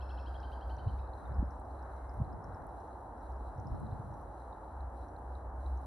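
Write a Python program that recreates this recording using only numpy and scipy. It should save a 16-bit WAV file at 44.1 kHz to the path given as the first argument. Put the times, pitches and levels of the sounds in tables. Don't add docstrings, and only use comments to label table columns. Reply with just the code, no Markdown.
import sys
import numpy as np
from scipy import signal
from scipy.fft import rfft, irfft, next_fast_len
from scipy.io import wavfile
from scipy.ndimage import map_coordinates

SR = 44100
rng = np.random.default_rng(int(sys.argv[2]) if len(sys.argv) > 2 else 0)


def master_out(mix):
    frames = np.transpose(np.atleast_2d(mix))
    ceiling = np.clip(frames, -1, 1)
    pcm = np.round(ceiling * 32767).astype(np.int16)
    wavfile.write(sys.argv[1], SR, pcm)


N = 258426

BROKEN_ONSETS = [.003, .089, .171]
# (time [s], top pitch [Hz], relative level [dB])
ARCHED_NOTES = [(.257, 1612, -61), (0.339, 1650, -61.5), (.427, 1598, -61), (.515, 1602, -61.5),
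                (.606, 1620, -64), (0.693, 1570, -62), (.78, 1555, -64), (0.874, 1546, -64.5),
                (0.982, 1314, -69)]
UPSWEEP, ARCH, PIP = [.62, .8, .87, .92, .97, 1.02], [.62, .87, .95, .99, 1, .985, .96], [.98, 1.01, 1, .985]
SYRINX_HARMONICS = [4.5, 1, -3, -4]
# (frequency [Hz], gain [dB])
THROAT = [(1000, -15), (1550, -8), (2100, -2), (2650, -7.5), (3200, -1), (3600, -6), (4050, 5.5),
          (4500, -13.5), (5000, -16), (5350, -12), (5900, -24), (8000, -44)]
# (delay [s], gain [dB])
ECHOES = [(0.038, -17), (.052, -16)]
# (frequency [Hz], relative gain [dB])
SCATTER = [(1550, 14.5), (2100, -6.5), (2600, 1.5), (3200, -3.5),
           (3900, 7.5), (4400, 10.5), (5300, 10.5), (6500, 12)]
# (time [s], mid-channel peak [dB], pitch [Hz])
NEAR_DROPS = [(0.402, -59.5, 5240), (.766, -66, 5700), (1.254, -67.5, 3730), (1.343, -68, 5250),
              (1.506, -67, 5500), (1.598, -62, 9200), (1.791, -65.5, 4080), (2.094, -61.5, 5200),
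              (2.329, -65, 5200), (2.441, -63.5, 5600), (2.546, -65, 5240), (2.668, -62, 10900),
              (2.929, -69, 4030), (3.364, -74, 5160), (3.599, -63, 5960), (3.67, -60, 5300),
              (3.865, -65, 4000), (4.139, -67, 5780), (4.805, -65, 4000), (5.352, -64.5, 3980),
              (5.661, -62, 3890), (5.774, -66, 6100)]
# (rate [1/s], typical peak [dB], typical pitch [Hz])
SHOWER = [(3, -73, 3980), (6.9, -77.5, 5550), (1.5, -73.5, 9000)]
# (frequency [Hz], relative density [dB])
PATTER = [(3000, -42), (3700, -9), (3950, 6), (4150, 1), (4400, -16), (5300, -15.5), (6100, -19),
          (7000, -37.5), (10500, -9), (12000, -22.5)]
HISS_MID = [(3400, -2.5), (4800, -5), (6200, -2.5), (7300, -18), (8400, -0.5), (9500, -2.5), (10300, 4.5),
            (11200, -5), (12300, -22)]
HISS_SIDE = [(4800, -20), (6200, 0), (7400, 3.5), (8600, 3), (10400, -22.5), (12300, -15)]
FIZZ = [(3500, -39), (4700, -17), (5300, -5), (6100, 0), (6800, -30), (8500, -5.5), (10600, 1.5),
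        (12000, -3)]
# (peak time [s], rise [s], fall [s], flutter level [dB])
GUSTS = [(.87, 0.065, 0.076, -47.5), (1.38, 0.096, 0.074, -44), (2.22, 0.052, 0.32, -48),
         (3.64, 0.071, 0.12, -43.5), (3.86, 0.075, 0.21, -45.5)]
# (time [s], pitch [Hz], peak level [dB])
PUFFS = [(.875, 89, -22), (1.393, 64, -22.5), (1.429, 215, -26), (2.192, 74.5, -29.5), (2.204, 166, -30),
         (2.219, 109, -23.5), (3.724, 54.4, -31), (3.933, 86, -30)]
# (time [s], relative roar level [dB], relative tyre level [dB])
ROAD_LEVELS = [(0, -48.5, -58), (1.1, -47.5, -60), (2.5, -47, -60.5), (5.86, -48.5, -60.5)]
CAR_PASSES = [1.28, 1.88, 2.54]
# (time [s], relative drone level [dB])
ENGINE_LEVELS = [(0, -38.5), (.5, -43.5), (.75, -40), (1.1, -36.5), (1.23, -50.5), (1.38, -35.5),
                 (1.6, -42.5), (2.15, -46), (2.4, -50.5), (2.9, -55), (3.32, -42), (3.5, -50.5),
                 (4.65, -53), (4.85, -40.5), (5.05, -48), (5.3, -40.5), (5.86, -39.5)]
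# (frequency [Hz], relative density [dB])
TURBULENCE = [(40, -21.5), (80, 2), (110, 1), (160, -5), (260, -14.5), (380, -26), (600, -77.5)]
ROAR = [(80, -25.5), (170, -10.5), (290, -4.5), (430, -7.5), (510, -5.5), (560, -3.5), (640, -4),
        (740, -0.5), (860, 0), (1000, -5.5), (1200, -13.5), (1600, -30), (2400, -69)]
TYRES = [(700, -25), (1100, 1), (1300, 2.5), (1600, -3), (1850, -11), (2100, -21), (2350, -31),
         (3000, -45.5), (5000, -76)]
RUMBLE = [(15, -32), (28, -9.5), (38, -3.5), (46, 15), (58, 13), (74, 4.5), (88, 8), (115, -1), (160, -9.5),
          (300, -72.5)]
# (frequency [Hz], side over mid [dB])
WIDTH = [(60, -39.5), (120, -27.5), (400, -9.5), (1060, -10), (1720, -4), (2800, 6)]
# (frequency [Hz], left over right [dB])
BALANCE = [(200, -0.5), (400, -1), (700, -2), (1060, 1), (1600, 5), (2200, 3)]


def oystercatcher(usual_hz=1600, arch_s=0.0296, shortening=1.3, pip_delay_s=0.017):
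    out = np.zeros(N)
    for s in BROKEN_ONSETS:
        add(out, s, amp(-61) * whistle(length_s=.023, hz=1705, contour=UPSWEEP))
        add(out, s + pip_delay_s, amp(-61.5) * whistle(length_s=.016, hz=2637, contour=PIP))
    for s, top_hz, db in ARCHED_NOTES:
        length_s = arch_s * (top_hz / usual_hz) ** shortening
        add(out, s, amp(db) * whistle(length_s, top_hz, ARCH))
    return out


def whistle(length_s, hz, contour, jitter=.011, attack_s=0.0033, release_s=0.0034):
    t = np.arange(int(length_s * SR)) / SR
    glide = hz * np.interp(t, np.linspace(0, length_s, len(contour)), contour)
    pitch = glide * (1 + jitter * wobble(490, size=len(t)))
    phase = 2 * np.pi * np.cumsum(pitch) / SR
    tone = sum(amp(db + along(THROAT, k * pitch)) * np.sin(k * phase)
               for k, db in enumerate(SYRINX_HARMONICS, 1))
    envelope = np.clip(t / attack_s, 0, 1) * np.clip((length_s - t) / release_s, 0, 1)
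    effort = (pitch / hz) ** 1.7
    return envelope * effort * tone


def shore_echoes(call, t60_s=0.58, tail_db=-6, side_db=-9, smear_s=.000028):
    t = np.arange(SR) / SR
    tails = rng.standard_normal((2, 2, SR)) * amp(-60 * t / t60_s) * (1 - np.exp(-t / 0.0018))
    tails /= np.linalg.norm(tails[0, 0])
    turn = 2 * wobble(10)
    smeared = map_coordinates(call, [np.arange(N) + smear_s * SR * wobble(400)])
    paths = smeared * np.array([[np.cos(turn)], [np.sin(turn)]])
    diffuse = signal.fftconvolve(paths, tails, axes=2).sum(0)[:, :N]
    mid, side = filtered(diffuse, lambda hz: amp(tail_db + along(SCATTER, hz)))
    echoed = call.copy()
    for delay, db in ECHOES:
        add(echoed, delay, amp(db) * call)
    return stereo(echoed + mid, amp(side_db) * side)


def raindrops(tick_t60_s=0.011, spray_t60_s=0.29, spray_db=-23, edge_db=-24):
    out, t = np.zeros((2, N)), np.arange(SR // 6) / SR
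    envelope = amp(-60 * t / tick_t60_s) + amp(spray_db - 60 * t / spray_t60_s)
    for s, db, hz in NEAR_DROPS + shower():
        splash = rng.standard_normal((2, len(t))) * envelope
        width_hz = min(580 * (hz / 5300) ** 2.6, hz / 2)
        ring = signal.iirpeak(hz, hz / width_hz, fs=SR)
        body = signal.lfilter(*ring, signal.lfilter(*ring, splash))
        tick = unit(body) + amp(edge_db) * unit(np.diff(splash, prepend=0))
        mid, side = tick / np.abs(tick[0]).max()
        add(out, s, amp(db) * stereo(mid, 0.4 * side))
    return out


def shower(spread_db=5.5, detune=0.031):
    rows = []
    for rate, db, hz in SHOWER:
        count = round(rate * N / SR)
        times = rng.uniform(0, N / SR, count)
        for s, (size, tune) in zip(times, rng.standard_normal((count, 2))):
            rows.append((s, db + spread_db * size, hz * np.exp(detune * tune)))
    return rows


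def drizzle(drops_per_s=220, patter_db=-86, hiss_db=-81, clump_db=3, hiss_swell_db=1.1):
    count = int(drops_per_s * N / SR)
    arrivals = rng.integers(0, N, count)
    impacts = np.bincount(arrivals, np.exp(0.68 * rng.standard_normal(count)), N)
    t = np.arange(SR // 20) / SR
    energy = np.abs(signal.fftconvolve(impacts, np.exp(-t / 0.008))[:N])
    flurry = wobble(11)
    patter = unit(amp(clump_db * flurry) * np.sqrt(energy) * stereo(noise(PATTER), 0.3 * noise(PATTER)))
    hiss = amp(hiss_swell_db * flurry) * unit(stereo(noise(HISS_MID), noise(HISS_SIDE)))
    return amp(patter_db) * patter + amp(hiss_db) * hiss


def wet_ground(level_db=-88, flurry_db=4, crackle_db=7):
    flurries = amp(flurry_db * np.minimum(wobble(13), 2) + crackle_db * wobble(600))
    return amp(level_db) * unit(flurries * stereo(noise(FIZZ), .5 * noise(FIZZ)))


def wind(side_db=-7, lump_db=3, crossing_s=0.00024, half_cycles=0.63):
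    t = np.arange(N) / SR
    gusts = sum(amp(db) * np.exp(-((t - s) / np.where(t < s, rise, fall)) ** 2 / 2)
                for s, rise, fall, db in GUSTS)
    small_eddies = [(hz * 1.6, db) for hz, db in TURBULENCE]
    mid, side = [unit(amp(lump_db * wobble(40)) * noise(eddies)) for eddies in (TURBULENCE, small_eddies)]
    out = gusts * stereo(mid, amp(side_db) * side)
    around = np.arange(-SR // 20, SR // 20) / SR
    for s, hz, db in PUFFS:
        cycles = hz * stereo(around, crossing_s / 2)
        envelope = np.exp(-(cycles / half_cycles) ** 2)
        add(out, s + around[0], amp(db) * envelope * np.cos(2 * np.pi * cycles))
    return out


def traffic(pass_db=4.5, pass_s=0.11, squeal_hz=2095, squeal_db=-79):
    roar_db, tyre_db = curves(ROAD_LEVELS)
    t = np.arange(N) / SR
    swell_db = pass_db * sum(np.exp(-((t - s) / pass_s) ** 2) for s in CAR_PASSES)
    squeal = np.exp(-((t - 2.07) / 0.15) ** 2) * sine(squeal_hz + 25 * wobble(130))
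    roar = amp(roar_db - 2) * distant_noise(ROAR)
    tyres = amp(tyre_db - 3 + swell_db + 0.71 * wobble(12)) * distant_noise(TYRES)
    return roar + tyres + amp(squeal_db) * squeal


def engine(firing_hz=64, rumble_db=-50, follow=0.31, waver_db=2.5):
    level_db, = curves(ENGINE_LEVELS)
    drone = sine(firing_hz + 1.63 * wobble(9))
    rumble = amp(rumble_db + follow * (level_db - level_db.mean())) * distant_noise(RUMBLE)
    return amp(level_db + 1 + waver_db * wobble(11)) * drone + rumble


def distant_noise(spectrum):
    mid = noise(spectrum)
    side = filtered(noise(spectrum), lambda hz: amp(along(WIDTH, hz)))
    return unit(filtered(stereo(mid, side), lambda hz: amp(np.outer([.5, -.5], along(BALANCE, hz)))))


def amp(db):
    return 10 ** (np.asarray(db) / 20)


def unit(x):
    return x / np.sqrt(np.mean(x ** 2) + 1e-20)


def along(points, hz):
    f, v = np.transpose(points)
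    return np.interp(np.log(hz + 1), np.log(f + 1), v)


def curves(rows):
    s, *cols = np.transpose(rows)
    return [np.interp(np.arange(N) / SR, s, c) for c in cols]


def wobble(rate, size=N):
    return map_coordinates(rng.standard_normal(int(size * rate / SR) + 4), [np.arange(size) * rate / SR])


def sine(hz):
    return np.sin(2 * np.pi * np.cumsum(hz) / SR)


def filtered(x, response):
    m = next_fast_len(N + SR // 2)
    return irfft(rfft(x, m) * response(np.fft.rfftfreq(m, 1 / SR)), m)[..., :N]


def noise(spectrum):
    return filtered(rng.standard_normal(N), lambda hz: amp(along(spectrum, hz)))


def add(track, s, sound):
    start = max(round(s * SR), 0)
    part = track[..., start:start + sound.shape[-1]]
    part += sound[..., :part.shape[-1]]


def stereo(mid, side):
    return np.array([mid + side, mid - side])


def scene():
    bird = shore_echoes(oystercatcher())
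    rain = raindrops() + drizzle() + wet_ground()
    return bird + rain + traffic() + engine() + wind()


def record(dry, top_hz=12400):
    return filtered(dry, lambda hz: hz < top_hz)


dry = scene()
out = record(dry)
master_out(out)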